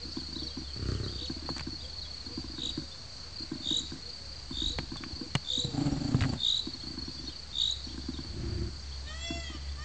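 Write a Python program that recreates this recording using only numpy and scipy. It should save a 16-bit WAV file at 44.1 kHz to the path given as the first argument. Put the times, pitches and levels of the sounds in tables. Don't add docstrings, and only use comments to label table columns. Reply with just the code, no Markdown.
import sys
import numpy as np
from scipy import signal
from scipy.io import wavfile

SR = 44100
rng = np.random.default_rng(int(sys.argv[2]) if len(sys.argv) > 2 else 0)


def generate_wav(signal):
    frames = np.transpose(np.atleast_2d(signal))
    scaled = np.clip(frames, -1, 1) * 32767
    pcm = np.round(scaled).astype(np.int16)
    wavfile.write(sys.argv[1], SR, pcm)


def linear_from_db(decibels):
    return 10 ** (np.asarray(decibels, float) / 20)


N = 433944


def rms_one(x):
    return x / np.sqrt(np.mean(x ** 2) + 1e-20)


def span(rows):
    s, *columns = np.transpose(rows)
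    at = np.arange(round(s[0] * SR), min(N, round(s[-1] * SR) + 1))
    return at, [np.interp(at / SR, s, c) for c in columns]


def stretch(start, length):
    at = np.arange(round(start * SR), min(N, round((start + length) * SR)))
    return at, np.clip((at / SR - start) / length, 0, 1)


def faded(count, seconds):
    k = np.arange(count)
    return np.clip(np.minimum(k, count - k) / (seconds * SR), 0, 1)


def drift(rate_hz, size=N):
    r = np.exp(-2 * np.pi * rate_hz / SR)
    noise = rng.standard_normal(size + 9000)
    return rms_one(signal.lfilter([1], [1, -2 * r, r * r], noise)[9000:])


def band(x, low_hz, high_hz):
    return signal.sosfilt(signal.butter(2, [low_hz, high_hz], "band", fs=SR, output="sos"), x)


def ring(clicks, hz, t60):
    r, w = linear_from_db(-60 / (t60 * SR)), 2 * np.pi * hz / SR
    return signal.lfilter([0, np.sin(w)], [1, -2 * r * np.cos(w), r * r], clicks + 1e-18)


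def add(out, start, hz, level):
    at = round(start * SR) + np.arange(len(hz))
    keep = at < N
    tone = level * np.sin(2 * np.pi * np.cumsum(hz) / SR)
    np.add.at(out, at[keep], tone[keep])


def hillside(x, echo_db, t60=0.32):
    t = np.arange(SR) / SR
    tail = rng.standard_normal(len(t)) * linear_from_db(-60 * t / t60) * (t > .008)
    return x + linear_from_db(echo_db) * signal.fftconvolve(x, tail / np.sqrt(np.sum(tail ** 2)))[:N]


# pitch_hz, level_db (per Hz)
HISS_COLOUR = [(25, -4.5), (50, -1.5), (77, 6), (150, -3), (300, -10.5), (500, -13.5), (1500, -15.5),
               (2500, -17.5), (4000, -17.5), (5600, -16), (7000, -9.5), (9000, -39)]
# middle_s, level_db, half_length_s
GUSTS = [
    (1.65, -58, 0.37),
    (2.704, -55, .25),
    (4.746, -40.5, 0.27),
    (6.189, -50, 0.57),
    (8.408, -54.5, .35),
    (9.5, -67, .6),
]


def air():
    hiss = np.zeros(N)
    edges_hz = 18 * 2 ** np.arange(0, 9.6, .5)
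    white = rng.standard_normal((2, N))
    hz, db = np.transpose(HISS_COLOUR)
    for k, (low, high) in enumerate(zip(edges_hz, edges_hz[1:])):
        level_db = np.interp(np.log(low * high) / 2, np.log(hz), db)
        hiss += linear_from_db(level_db + .9 * drift(8)) * band(white[k % 2], low, high)
    t = np.arange(N) / SR
    wind = linear_from_db(-59.5)
    for s, db, half in GUSTS:
        wind = wind + linear_from_db(db) * np.exp(-2 * ((t - s) / half) ** 2)
    rumble = rms_one(band(rng.standard_normal(N), 31, 70))
    return linear_from_db(-49.5) * rms_one(hiss) + wind * linear_from_db(2 * drift(7.6)) * rumble


# time_s, level_db
CHORUS = [(0, -46.5), (1, -48.5), (8, -49), (8.6, -52), (9.84, -52.5)]


def far_crickets():
    far = np.zeros(N)
    u = np.arange(round(0.019 * SR)) / (0.02344 * SR)
    for hz, start, per_s in zip(np.linspace(4330, 4720, 9), rng.random(9), rng.uniform(3, 5, 9)):
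        for s in np.arange(start / per_s, N / SR, 1 / per_s):
            loud = linear_from_db(4.5 * rng.standard_normal())
            for k in range(3):
                add(far, s + .033 * k, hz * (1.03 - 0.0697 * u), loud * np.sin(np.pi * u))
    blur = band(band(rng.standard_normal(N), 4567, 4940), 3986, 4300)
    skirt = band(rng.standard_normal(N), 4080, 4700)
    chorus = rms_one(rms_one(far) + 0.5 * rms_one(blur) + 0.49 * rms_one(skirt))
    out = np.zeros(N)
    at, (chorus_db,) = span(CHORUS)
    out[at] = linear_from_db(chorus_db + 2.5) * chorus[at]
    return out


# start_s, wing_strokes (count), peak_db, pitch_hz
NEAR_CHIRPS = [(0.03, 1, -35.5, 4270), (0.156, 1, -38.5, 4400), (.199, 3, -37.5, 4310),
               (0.3277, 1, -38, 4570), (0.398, 3, -35.5, 4450), (0.734, 2, -38.5, 4370),
               (1.2423, 4, -36, 4360), (1.5035, 1, -36, 4220), (1.563, 3, -39.5, 4400),
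               (1.72, 2, -36, 4300), (1.984, 2, -35.5, 4270), (2.2034, 1, -38, 4300), (2.262, 1, -36, 4310),
               (3.385, 2, -34.5, 4220), (3.683, 1, -47, 4600), (4.6593, 1, -37, 4230),
               (4.782, 1, -38.5, 4280), (4.951, 1, -42, 4570), (5.513, 1, -35, 4260),
               (6.2926, 1, -35.5, 4560), (6.399, 2, -38, 4250), (6.4963, 1, -31, 4030),
               (6.557, 1, -36, 4320), (6.7345, 1, -33.5, 4300), (6.877, 2, -37.5, 4500),
               (6.985, 2, -34.5, 4320), (7.189, 1, -36.5, 4550), (7.276, 1, -33.5, 4280),
               (7.608, 1, -30, 4330), (7.8422, 1, -37, 4380)]


def near_cricket():
    out = np.zeros(N)
    u = np.arange(round(0.019 * SR)) / (0.02344 * SR)
    for s, strokes, db, hz in NEAR_CHIRPS:
        for k in range(round(strokes)):
            add(out, s - .002 + .034 * k, hz * (1.03 - .06 * u), linear_from_db(db) * np.sin(np.pi * u ** 0.55))
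    return out


def hedge_birds():
    out = np.zeros(N)
    for start, gap, length, from_hz, to_hz, loud in rng.random((60, 6)):
        length_s = .012 + .025 * length
        u = np.arange(round(length_s * SR)) / (length_s * SR)
        glide = 3000 + 500 * from_hz + (400 + 700 * to_hz) * u
        level = linear_from_db(-61 + 6 * loud) * np.sin(np.pi * u)
        for k in range(2):
            add(out, start * N / SR + k * (.03 + .03 * gap), glide[::(-1) ** k], level)
    return out


# start_s, length_s, pitch_hz, level_db
HOOTS = [(0, 0.05, 477, -55), (.36, 0.17, 472, -58.5), (1.19, 0.1, 497, -54.5), (1.82, 0.071, 509, -56),
         (2.29, 0.073, 484, -55.5), (2.58, 0.097, 479, -57.5), (3.24, 0.065, 487, -62),
         (3.72, 0.084, 480, -55.5), (4.03, 0.087, 483, -58), (4.7, 0.07, 485, -55),
         (5.19, 0.073, 484, -54.5)]
# start_s, length_s, pitch_hz, level_db
SIGHS = [(.301, 0.31, 608, -64.5), (1.322, 0.14, 640, -64), (1.78, 0.47, 616, -68),
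         (2.668, 0.39, 553, -63.5), (2.95, 0.29, 641, -66.5), (3.396, 0.45, 612, -63),
         (4.1, .35, 548, -65.5), (5.49, 0.31, 490, -50), (5.782, 0.13, 574, -52.5)]


def doves():
    out = np.zeros(N)
    for rows, glide, drop in ((HOOTS, .13, -0.051), (SIGHS, -.08, -0.28)):
        for s, length, hz, db in rows:
            u = stretch(0, length)[1]
            arch = 1 + glide * (u - .5) + drop * u ** 6
            add(out, s, hz * arch, linear_from_db(db + 3.5) * np.sqrt(np.sin(np.pi * u)))
    return out


# start_s, from_hz, to_hz, level_db
TWITTERS = [(.16, 2960, 4000, -66), (.351, 3680, 4370, -52.5), (0.381, 3300, 4300, -57.5),
            (.412, 3750, 3060, -64), (.428, 5700, 5530, -64), (0.467, 4610, 3550, -56),
            (.5, 3400, 3160, -66), (.675, 2950, 3620, -68), (1.03, 4420, 3600, -56.5),
            (1.074, 2960, 3570, -64), (1.8, 3300, 4100, -62), (1.834, 3570, 3080, -63),
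            (2.015, 4150, 3680, -59), (2.045, 3440, 3300, -61), (2.912, 3420, 3710, -62),
            (4.965, 3760, 3250, -60), (5.913, 5500, 5800, -63), (7.282, 3850, 3320, -66),
            (7.884, 2980, 3700, -66), (7.912, 3670, 2870, -69), (8.133, 3940, 3500, -60.5),
            (8.163, 3000, 3800, -63.5), (8.198, 3750, 2950, -71), (8.912, 2910, 3760, -65),
            (8.945, 3680, 2750, -74), (9.066, 4000, 3440, -64), (9.26, 5950, 5700, -61),
            (9.68, 3060, 3770, -68), (.095, 5000, 5350, -66), (.115, 5350, 5000, -68),
            (.19, 3600, 2880, -70), (.575, 5950, 5600, -67), (.64, 3700, 3400, -66),
            (.695, 3500, 2800, -69), (.84, 3100, 2700, -69), (.94, 2800, 3600, -68),
            (.965, 3300, 2680, -68), (6.805, 3000, 3620, -66.5), (7.05, 5500, 5670, -67),
            (7.17, 3500, 3380, -67), (7.24, 5950, 5680, -67), (7.26, 3900, 3580, -61),
            (7.286, 2900, 3460, -67), (7.316, 3300, 2780, -68), (7.855, 5800, 5500, -68),
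            (9.1, 3700, 3400, -65)]


def twitters():
    out = np.zeros(N)
    u = stretch(0, .026)[1]
    for s, from_hz, to_hz, db in TWITTERS:
        add(out, s, from_hz + (to_hz - from_hz) * u, linear_from_db(db + 17.5) * np.sin(np.pi * u))
    return out


# start_s, length_s, top_hz, peak_db
WAILS = [
    (9.03, .57, 681.3, -47),
    (9.755, 0.7, 688, -47),
]
# pitch_hz, level_db
BEAK = [(600, -7.5), (1200, 6), (1400, -22), (1750, 5), (2050, 0), (2700, -3), (3080, 4.5), (3400, 2),
        (4000, -4.5), (4700, -33), (5500, -2), (6100, -17), (7400, -8), (8400, -43)]


def wails():
    out = np.zeros(N)
    for start, length, top_hz, peak_db in WAILS:
        at, u = stretch(start, length)
        slack = ((u - .5) / .5) ** 2
        hz = top_hz * (1 - .17 * slack + 0.0033 * drift(27, size=len(at)))
        level_db = peak_db - 15.5 * slack
        edges = np.clip(np.minimum(u, 1 - u) * length / 0.044, 0, 1)
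        for order in range(1, 13):
            mouth_db = np.interp(order * hz, *np.transpose(BEAK))
            flutter_db = 4 * drift(9, size=len(at))
            add(out, start, order * hz, linear_from_db(level_db + mouth_db + flutter_db) * edges)
    return out


# start_s, length_s, peak_db, upper_pitch_hz, rise_hz
TRILLS = [(1.114, 0.16, -41, 3564, 248), (2.552, 0.16, -35, 3710, 50), (3.617, 0.19, -29.5, 3536, 341),
          (4.515, 0.23, -33, 3496, 430), (5.44, 0.22, -30.5, 3460, 515), (6.376, 0.228, -27, 3530, 398),
          (7.522, 0.21, -28, 3540, 326)]
# sweep_depth (share), octave_db, place_in_first_sweep (0-1)
MANNERS = [(0.33, -2, 0.4), (0.38, 2.5, 0.2), (0.27, 2, .92), (0.25, 2.5, .95), (.23, 2, .51),
           (0.25, -3.5, .84), (0.25, -1.5, .53)]


def trills():
    out = np.zeros(N)
    for (start, length, peak_db, start_hz, rise_hz), (deep, octave_db, place) in zip(TRILLS, MANNERS):
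        at, along = stretch(start, length)
        t, size = along * length, len(at)
        top_hz = start_hz + rise_hz * along ** 1.3
        swell_s = 0.1
        level_db = peak_db - 22.5 * np.maximum(0, 1 - t / swell_s) ** 2 - 50.5 * np.maximum(0, t - swell_s)
        sweep_s = .01156 + .065 * t
        u = (np.cumsum(1 / sweep_s) / SR + place) % 1
        fall = np.clip(1 - u / 0.0758, 0, 1) + np.clip((u - .25) / 0.69, 0, 1) ** 1.3
        depth = deep * np.minimum(1, .02 + 2.4 * along)
        hz = top_hz * (1.03 - depth * fall)
        phase = 2 * np.pi * np.cumsum(hz) / SR
        uneven = linear_from_db((-7.5 - .3 * peak_db) * drift(90, size=size))
        throb = .25 + np.sin(np.pi * u ** .5) ** 2
        tone = linear_from_db(-14 * fall) * throb * np.sin(phase)
        through_beak = np.exp(-((2 * hz - 6950) / 750) ** 2)
        octave_level_db = octave_db + 4.2 * drift(150, size=size) - 25 + 10 * np.minimum(1, 1.34 * along)
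        octave = through_beak * linear_from_db(octave_level_db) * np.sin(2 * phase)
        out[at] += linear_from_db(level_db) * faded(size, 0.0058) * rms_one(uneven * (tone + octave))
    return out


# start_s, peak_db, settling_wait_s
SEEKS = [(0.168, -22, 0.047), (0.361, -23.5, 0.057), (.57, -22, 0.044), (1.297, -21.5, 0.067),
         (1.499, -21.5, 0.063), (1.669, -22.5, 0.057), (2.374, -22, 0.066), (2.58, -24, 0.05),
         (2.774, -22.5, 0.044), (3.515, -21, 0.037), (3.709, -23, 0.059), (3.918, -23, 0.038),
         (4.507, -24, 0.062), (4.617, -23.5, 0.042), (4.785, -22.5, 0.043), (4.917, -23, 0.087),
         (5.211, -24.5, 0.049), (5.575, -26.5, 0.066), (6.669, -22.5, 0.075), (6.974, -25, 0.046),
         (7.077, -25.5, 0.069), (7.977, -25.5, 0.059), (8.085, -24, 0.053), (8.186, -25, 0.058),
         (9.303, -23, 0.05)]
# first_s, last_s, hops (count)
HOPS = [(.05, .08, 2), (.284, .324, 2), (.45, .45, 1), (1.215, 1.215, 1), (1.421, 1.448, 2),
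        (2.263, 2.304, 2), (2.496, 2.534, 2), (2.659, 2.698, 2), (3.402, 3.43, 2), (3.601, 3.66, 2),
        (3.802, 3.83, 2), (4.698, 4.698, 1), (5.031, 5.06, 2), (5.105, 5.161, 2), (6.834, 6.935, 4),
        (7.194, 7.279, 3), (7.867, 7.941, 3), (9.374, 9.374, 1), (9.498, 9.545, 2)]


def knocks():
    rows = [(s, db) for s, db, wait in SEEKS]
    rows += [(s + wait, db - 8.5) for s, db, wait in SEEKS]
    for first, last, hops in HOPS:
        rows += [(s, -32.5) for s in np.linspace(first, last, hops)]
    return np.transpose(rows)


# pitch_hz, level_db, t60_s
CASE = [(149.3, -17.5, 0.12), (261.6, -4, 0.044), (301.7, -5.5, 0.05), (750, -33.5, .06),
        (1028, -23.5, 0.032), (1573, -24, 0.025)]


def head_seeks():
    s, peak_db = knocks()
    chance = rng.standard_normal((len(s), len(CASE)))
    rebound_s, rebound_db = .015, -7.5
    out = np.zeros(N)
    for (hz, db, t60), own in zip(CASE, chance.T):
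        clicks = np.zeros(N)
        clicks[(s * SR).astype(int)] = linear_from_db(peak_db + db + 2.5 + 2.34 * own)
        clicks[((s + rebound_s) * SR).astype(int)] += linear_from_db(peak_db + db + 0.5 + rebound_db - 1.2 * own)
        half_width = max(45, hz / 6)
        out += band(ring(clicks, hz, t60), hz - half_width, hz + half_width)
    return out


# time_s, level_db
SPIN = [(0.0, -49), (1.45, -43.5), (1.59, -49), (6.36, -53.5), (6.49, -51.5), (9.84, -38.5)]


def disk_hum():
    turns = np.cumsum(70.8 * (1 + .035 * drift(3))) / SR
    hum = linear_from_db(-2) * np.sin(2 * np.pi * turns) + linear_from_db(-20) * np.sin(4 * np.pi * turns)
    out = np.zeros(N)
    at, (spin_db,) = span(SPIN)
    out[at] = np.sqrt(2) * linear_from_db(spin_db + 2.2 * drift(5)[at]) * hum[at]
    return out


# start_s, peak_db, ring_hz, thump_db, crack_db
CLICKS = [(1.46, -39, 2000, -18, 0), (1.475, -39.5, 2000, -20, -8), (1.49, -23.5, 740, -20, -24),
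          (1.5, -44.5, 1500, -20, 14), (1.565, -33, 970, -18, 4), (1.573, -39, 1200, -18, 5),
          (1.581, -31.5, 1490, -32, 8), (1.595, -29, 2050, -5, -5), (1.608, -29, 1400, -5, -2),
          (4.786, -22.5, 600, -10, -12), (4.787, -22.5, 2220, -23, -18), (4.958, -36.5, 805, -1, -26),
          (4.969, -44, 2980, -5, 14), (5.037, -26, 1800, -22, -20), (5.352, -14, 1820, -1, -1),
          (5.353, -25, 2850, -21, -10), (5.358, -30, 547, -14, -30), (5.647, -36.5, 504, 16.5, 5),
          (6.145, -26, 730, 15, -23), (6.208, -20, 2270, -12.5, -14), (6.214, -30, 910, -10, 5),
          (6.222, -23.5, 2300, -14, -9.5), (6.237, -21.5, 1440, -16, -12), (6.245, -27.5, 1550, 6.5, -12),
          (6.253, -29, 1300, -12, -6), (6.335, -31, 881, 7, 0), (6.341, -40, 2000, -10, 1)]
# start_s, level_db, pitch_hz
THUDS = [
    (6.214, -16, 95),
    (5.13, -30, 75),
]


def fingers():
    out, t = np.zeros(N + 4000), np.arange(4000) / SR
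    for s, db, hz, thump_db, crack_db in CLICKS:
        grit = rng.standard_normal((2, 4000))
        grit[:, 0] = 8
        body = band(grit[0] * linear_from_db(-60 * t / 0.028), hz / 1.9, hz * 1.6)
        crack = band(grit[1] * linear_from_db(-60 * t / 0.013), 2400, 8200)
        thump = np.sin(2 * np.pi * 135 * (t - .002)) * np.minimum(1, t / 0.0013) * linear_from_db(-60 * t / 0.058)
        click = body / abs(body).max() + linear_from_db(crack_db) * crack / abs(crack).max() - linear_from_db(thump_db) * thump
        out[round(s * SR):][:4000] += linear_from_db(db) * click
    for s, db, hz in THUDS:
        thud = np.minimum(1, t / 0.0028) * np.sin(2 * np.pi * hz * t)
        out[round(s * SR):][:4000] += linear_from_db(db - 60 * t / 0.11) * thud
    return out[:N]


def pulse_train(per_s, jitter, uneven_db):
    turns = np.cumsum(per_s * (1 + jitter * drift(31.1, size=len(per_s)))) / SR
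    strength = linear_from_db(uneven_db * rng.standard_normal(200))[turns.astype(int)]
    return np.diff(np.floor(turns), prepend=0) * strength, turns % 1, strength


def resonance(x, hz, width):
    r = np.exp(-np.pi * width / SR)
    a = [1, -2 * r * np.cos(2 * np.pi * hz / SR), r * r]
    once = signal.lfilter([1, 0, -1], a, x + 1e-18)
    return signal.lfilter([1, 0, -1], a, once)


# start_s, length_s, peak_db, attack_s, sag_db_per_s
GRUNTS = [
    (0.729, 0.48, -32.5, 0.13, 20),
    (5.629, 0.75, -31.5, 0.15, 3.5),
    (8.239, 0.475, -35, 0.2, 6),
]
# slaps_per_s, buzz_hz
PACES = [(31.83, 103), (29.23, 139), (32.4, 109)]
VOICES = [
    (1, .3, .45, .15, .45),
    (.03, .9, .65, .8, 1.1),
    (.35, .5, .6, .9, .6),
]
# pitch_hz, width_hz, level_db
THROATS = [
    [(54, 40, -2.5), (106.7, 50, 0.5), (224, 176, -6.5), (389, 144, -8), (600, 98, -24), (1186, 190, -21),
     (1380, 150, -21.5), (1590, 230, -23.5), (1860, 170, -24.5), (2160, 7600, -18)],
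    [(60, 58, -5.5), (140, 100, -7), (225, 62, -7.5), (287.7, 71, -3.5), (580, 240, -19.5), (790, 190, -18),
     (1300, 660, -23.5), (2520, 3400, -23.5), (7350, 1200, -24)],
    [(55, 45, 1.5), (103, 76, 0), (202, 126, -3), (342, 70, -4), (530, 91, -23), (670, 150, -24),
     (1290, 1200, -17.5)],
]
# time_s, level_db
EFFORTS = [
    [(.73, 1), (.79, -2), (.828, 2), (.858, -5), (.89, 1.5), (.95, 0.5), (1.03, -0.5), (1.065, 3.5),
     (1.1, -4.5)],
    [(5.63, -0.5), (5.72, -3), (5.79, 1), (5.875, 2), (5.97, -1.5), (6.05, -0.5), (6.12, 1.5), (6.2, -0.5),
     (6.33, 0.5)],
    [(8.24, 0), (8.35, 0), (8.45, 0), (8.55, -0.5), (8.65, -0.5)],
]
# from_s, to_s, pace (share)
DRAGS = [(.951, .996, .59), (5.815, 5.93, .62), (5.93, 6.015, .72)]


def grunts():
    out = np.zeros(N)
    for grunt, pace, throat, voice, effort in zip(GRUNTS, PACES, THROATS, VOICES, EFFORTS):
        start, length, peak_db, attack, sag = grunt
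        per_s, buzz_hz = pace
        slap, buzz, breath, leak, rise = voice
        at, u = stretch(start, length)
        t, size = u * length, len(at)
        level_db = peak_db - 15 * np.clip(1 - t / attack, 0, 1) - sag * np.maximum(0, t - attack)
        level_db -= 21 * np.clip(1 - (length - t) / 0.041, 0, 1) ** 2
        level_db += np.interp(at / SR, *np.transpose(effort))
        drag = np.ones(size)
        for a, b, share in DRAGS:
            drag *= np.where((at > a * SR) & (at < b * SR), share, 1)
        slaps, place, strength = pulse_train(per_s * drag, .025, 1.0)
        opening = strength * (.12 + np.sin(np.pi * place ** .6) ** 3)
        buzz_pace = buzz_hz * (1 + .008 * (level_db - peak_db) + .06 * drift(5, size=size))
        buzzing = pulse_train(buzz_pace, .07, 3)[0]
        folds = slap * rms_one(slaps) + buzz * rms_one(buzzing * opening)
        puff = breath * rms_one(rng.standard_normal(size) * (leak + opening))
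        call = np.zeros(size)
        for k, (hz, width, db) in enumerate(throat):
            source = folds + puff * (hz / 300) ** rise
            call += (-1) ** k * linear_from_db(db) * rms_one(resonance(source, hz, width))
        out[at] += linear_from_db(level_db) * rms_one(call)
    return out


def scene():
    background = air() + far_crickets() + near_cricket()
    birds = hillside(hedge_birds(), echo_db=-5) + hillside(doves() + twitters(), echo_db=-6)
    call = wails()
    birds += hillside(call, echo_db=-9, t60=.8)
    birds += hillside(linear_from_db(-30) * band(call, 1950, 2150), echo_db=25, t60=1.6)
    birds += hillside(hillside(trills(), echo_db=-11, t60=.06), echo_db=-12, t60=.6)
    camera = head_seeks() + disk_hum() + fingers()
    herd = hillside(grunts(), echo_db=-10)
    return (background + birds + camera + herd)[None]


def roll_off(x):
    return signal.sosfilt(signal.butter(12, 9000, fs=SR, output="sos"), x)


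def record(dry):
    cut = signal.sosfilt(signal.butter(6, 8300, fs=SR, output="sos"), dry)
    cut = signal.sosfilt(signal.cheby2(14, 50, 9250, fs=SR, output="sos"), cut)
    mix = cut - .0027
    return roll_off(mix)


dry = scene()
out = record(dry)
generate_wav(out)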